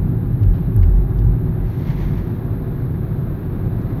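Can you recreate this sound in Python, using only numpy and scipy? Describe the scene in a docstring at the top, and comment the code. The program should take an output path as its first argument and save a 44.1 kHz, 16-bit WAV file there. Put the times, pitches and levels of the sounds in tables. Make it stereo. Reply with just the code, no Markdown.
"""Tyre roar inside a car rolling over a bridge, with body resonances and a faint engine drone.
Bumps in the deck, three strong and two weak, shudder the wheels and make the cabin boom.
The trim ticks and something rustles softly on the right. The microphones add a thin high hiss,
mostly on the left, where one tiny click also sounds."""
import sys
import numpy as np
from scipy import signal
from scipy.fft import rfft, irfft
from scipy.io import wavfile

SR = 44100
rng = np.random.default_rng(int(sys.argv[2]) if len(sys.argv) > 2 else 0)


def materialize(psi):
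    """Save the field psi as 16-bit PCM at rate SR to the path in sys.argv[1].

    A 1-D psi becomes a single channel; in a 2-D psi each row is a channel.
    """
    bounded = np.clip(np.atleast_2d(psi).T, -1, 1)
    quanta = np.round(bounded * 32767).astype(np.int16)
    wavfile.write(sys.argv[1], SR, quanta)


N = 176400


def undb(db):
    """Decibels to gain."""
    return 10 ** (np.asarray(db) / 20)


def unit(x):
    """Scale to rms 1."""
    return x / np.sqrt(np.mean(x ** 2))


def times():
    """Sample times in s."""
    return np.arange(N) / SR


def freqs():
    """Bin frequencies in Hz, floored at 1."""
    return np.maximum(np.arange(N // 2 + 1) * SR / N, 1)


def curve(points):
    """Gain over time from (t/s, level/dB) points."""
    return undb(np.interp(times(), *np.array(points).T))


def colour(x, points):
    """Filter by (f/Hz, gain/dB) points."""
    hz, db = np.array(points).T
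    gain = undb(np.interp(np.log(freqs()), np.log(hz), db))
    return irfft(rfft(x) * gain, N)


def resonance(hz, width_hz):
    """Steep-sided resonance driven by noise, rms 1."""
    f = freqs()
    detuning = (f * f - hz * hz) / (f * width_hz * np.sqrt(2))
    return unit(irfft(rfft(rng.standard_normal(N)) / (1 + 1j * detuning) ** 2, N))


def walk(rate_hz):
    """Smooth random drift up to about rate_hz, rms 1."""
    return unit(irfft(rfft(rng.standard_normal(N)) * np.exp(-(freqs() / rate_hz) ** 2), N))


def wavering(hz, wander, rate_hz):
    """Tone of rms 1; its pitch drifts by the rms fraction wander."""
    start_cycles = rng.random()
    pitch_hz = hz * (1 + wander * walk(rate_hz))
    return np.sqrt(2) * np.sin(2 * np.pi * (start_cycles + np.cumsum(pitch_hz) / SR))


def swell(peak_s, sigma_s):
    """Gaussian envelope."""
    return np.exp(-.5 * ((times() - peak_s) / sigma_s) ** 2)


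def burst(at_s, rise_s, decay_s):
    """Envelope: linear rise, exponential fall."""
    age_s = np.maximum(times() - at_s, 0)
    return np.minimum(age_s / rise_s, 1) * np.exp(-np.maximum(age_s - rise_s, 0) / decay_s)


def pan(x, db):
    """Place by level difference, left minus right."""
    return x * undb(np.array([[db], [-db]]) / 2)


def hiss():
    """Steady self-noise of the two microphones."""
    # noise spectra: f/Hz, relative density/dB
    left_spectrum = [(4000, -39), (8600, -36), (9900, -15.5), (10900, -10), (11900, 0), (12700, 1),
                     (13000, -3.5), (13500, -4), (14000, -12.5), (15000, -10), (16000, -18)]
    right_spectrum = [(4000, -24), (9000, -17.5), (10800, -1), (12000, -2.5), (13500, 1.5), (14100, -4),
                      (16000, -1)]
    left, right = rng.standard_normal((2, N))
    return np.array([undb(-51.5) * unit(colour(left, left_spectrum)),
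                     undb(-63.5) * unit(colour(right, right_spectrum))])


def click():
    """One very short, very high click on the left."""
    envelope = undb(-35.5) * swell(peak_s=.7641, sigma_s=.0004)
    return pan(envelope * resonance(hz=12800, width_hz=2100), db=16)


def rustle():
    """Soft grainy swish on the right, like cloth sliding."""
    # swish envelope: t/s, level/dB
    envelope = [(1.55, -79), (1.67, -51.5), (1.79, -50.5), (1.9, -42.5), (1.95, -47), (2.02, -43),
                (2.11, -48), (2.18, -47.5), (2.3, -55.5), (2.6, -67.5)]
    # swish spectrum: f/Hz, relative density/dB
    spectrum = [(300, -13.5), (600, -4.5), (690, 0.5), (780, -9.5), (920, 7.5), (1050, -1), (1400, -7),
                (1700, -0.5), (2120, 0.5), (2300, -3.5), (2900, -10.5), (3550, -9.5), (4300, -12.5),
                (5000, -18.5), (6200, -18.5), (8300, -35.5), (12000, -30), (16000, -34)]
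    rub = unit(colour(rng.standard_normal((2, N)), spectrum))
    grain_db = 1.5 * walk(rate_hz=90)
    return pan(rub * curve(envelope) * undb(grain_db), db=-9.5)


def ticks():
    """Plastic trim ticks as the body flexes; upholstery dulls it."""
    # trim ticks: t/s, level before damping/dB, f/Hz, decay/s, pan/dB
    events = [(.432, -41, 2100, 0.0065, -4.5), (.535, -53, 2600, 0.11, -4), (0.829, -39, 1800, .008, -11),
              (1.185, -47.5, 3400, 0.0095, -8.5), (2.349, -48, 2000, .008, -5),
              (3.532, -48, 1700, 0.0051, -2), (3.812, -54.5, 5800, .01, -7)]
    # upholstery damping: f/Hz, gain/dB
    damping = [(2000, -0.5), (4500, -4), (6000, -5), (8000, -16.5)]
    out = 0
    for at_s, db, hz, decay_s, pan_db in events:
        noise = np.array([resonance(hz, width_hz=.8 * hz) for _ in range(2)])
        envelope = undb(db) * burst(at_s, rise_s=.002, decay_s=decay_s)
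        out += pan(envelope * noise, pan_db)
    return colour(out, damping)


def panels():
    """Panels and glass ring faintly in the roar; some slowly swell or fade."""
    # panel modes: f/Hz, width/Hz, initial level/dB, pan/dB, slope/(dB/s)
    modes = [(475.7, 25, -53, 6.5, 0), (674, 30, -57, -3.5, .5), (805, 34, -51.5, 2, -2),
             (1649, 54, -62.5, -6, -0.16), (3527, 45, -81.5, -8, 0)]
    return sum(pan(undb(db + db_per_s * times()) * resonance(hz, width_hz), pan_db)
               for hz, width_hz, db, pan_db, db_per_s in modes)


def drone():
    """Faint unsteady tones of engine and tread at constant speed."""
    # drone tones: f/Hz, level/dB
    tones = [(108, -37), (362, -41), (379, -46.5)]
    out = 0
    for hz, db in tones:
        flutter_db = .5 * walk(rate_hz=18)
        out += undb(db + flutter_db) * wavering(hz, wander=.01218, rate_hz=8.05)
    return out


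def body():
    """The rough deck shakes the resonances of cabin and tyres."""
    # deck roughness: t/s, gain/dB
    roughness = [(0, 6.5), (.25, 4.5), (.6, 4), (1.0, 0.5), (1.2, 4.5), (1.5, 3.5), (1.7, 0), (2.1, 1.5),
                 (2.6, -1), (3.2, 1), (3.55, 0), (3.7, 2), (4, -0.5)]
    # body and tyre modes: f/Hz, width/Hz, base level/dB
    modes = [(31, 10, -40), (49, 8.3, -31.5), (87.5, 5.2, -32.5), (112.4, 25.7, -25.5),
             (152.8, 29.6, -27.5), (235.3, 9.4, -44.5), (268.9, 18, -42), (319, 23, -49)]
    return curve(roughness) * sum(undb(db) * resonance(hz, width_hz) for hz, width_hz, db in modes)


def bumps():
    """Each bump shudders the wheels at a sinking pitch; the cabin's lowest mode then swells and dies."""
    # deck bumps: shudder peak t/s, f/Hz, level/dB; boom delay/s, f/Hz, level/dB, sigma/s
    events = [(0.448, 101, -14, 0.052, 44, -9.5, 0.028), (.82, 94.76, -11.5, 0.097, 46, -10.5, 0.099),
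              (1.199, 107.9, -18, 0.054, 48, -13, 0.077), (1.551, 100, -31, 0.097, 47, -17, 0.032),
              (1.991, 100, -31, 0.047, 49, -19.5, .045)]
    shudder_sigma_s, sag_per_s, wander = .073, 1.6, .077
    out = 0
    for at_s, shudder_hz, shudder_db, delay_s, boom_hz, boom_db, boom_sigma_s in events:
        from_peak_s = np.clip(times() - at_s, -2 * shudder_sigma_s, 2 * shudder_sigma_s)
        sinking_hz = shudder_hz * np.exp(-sag_per_s * from_peak_s)
        shudder = wavering(sinking_hz, wander, rate_hz=41) * swell(at_s, shudder_sigma_s)
        boom = wavering(boom_hz, wander, rate_hz=20) * swell(at_s + delay_s, boom_sigma_s)
        out += undb(shudder_db) * shudder + undb(boom_db) * boom
    return out


def tyre_roar():
    """Tyre roar through the floor: coherent between the ears in the bass, diffuse in the treble."""
    # roar spectrum at each ear: f/Hz, relative density/dB
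    left_spectrum = [(20, -48.5), (32, -35), (68, -44.5), (190, -41), (280, -42), (380, -44), (440, -51.5),
                     (560, -56), (820, -57.5), (1150, -60.5), (1650, -66.5), (2500, -76.5), (3400, -84),
                     (3950, -76.5), (5000, -97), (6900, -96), (8500, -108), (16000, -115)]
    right_spectrum = [(20, -46.5), (32, -29), (68, -39.5), (190, -38), (280, -40), (380, -41), (440, -49.5),
                      (560, -52.5), (820, -57.5), (1150, -59.5), (1650, -63), (2500, -73), (3000, -79.5),
                      (3700, -77), (5000, -87.5), (6900, -94), (8500, -108), (16000, -115)]
    # roar envelope: t/s, gain/dB
    envelope = [(0, 0), (.6, 0.5), (1.2, 0.5), (2.2, 2.5), (3.2, 1.5), (4, 4.1)]
    base_db, diffuse_above_hz = -30.5, 780
    coherence = 1 / (1 + (freqs() / diffuse_above_hz) ** 1.9)
    mid_bins, side_bins = rfft(rng.standard_normal((2, N)))
    mid = irfft(mid_bins * np.sqrt(1 + coherence), N)
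    side = irfft(side_bins * np.sqrt(1 - coherence), N)
    ears = np.array([colour(mid + side, left_spectrum), colour(mid - side, right_spectrum)])
    flicker_db = .67 * walk(rate_hz=22)
    return unit(ears) * curve(envelope) * undb(base_db + flicker_db)


def scene():
    """Stereo mix at the front seat."""
    roar = tyre_roar() + panels()
    bass = pan(body() + drone() + bumps(), db=-1.3)
    return roar + bass + ticks() + click() + rustle() + hiss()


def record(dry):
    """Steep zero-phase low-pass on the top treble."""
    cutoff_hz = 15750
    return signal.sosfiltfilt(signal.ellip(8, .05, 60, cutoff_hz, fs=SR, output="sos"), dry)


dry = scene()
out = record(dry)
materialize(out)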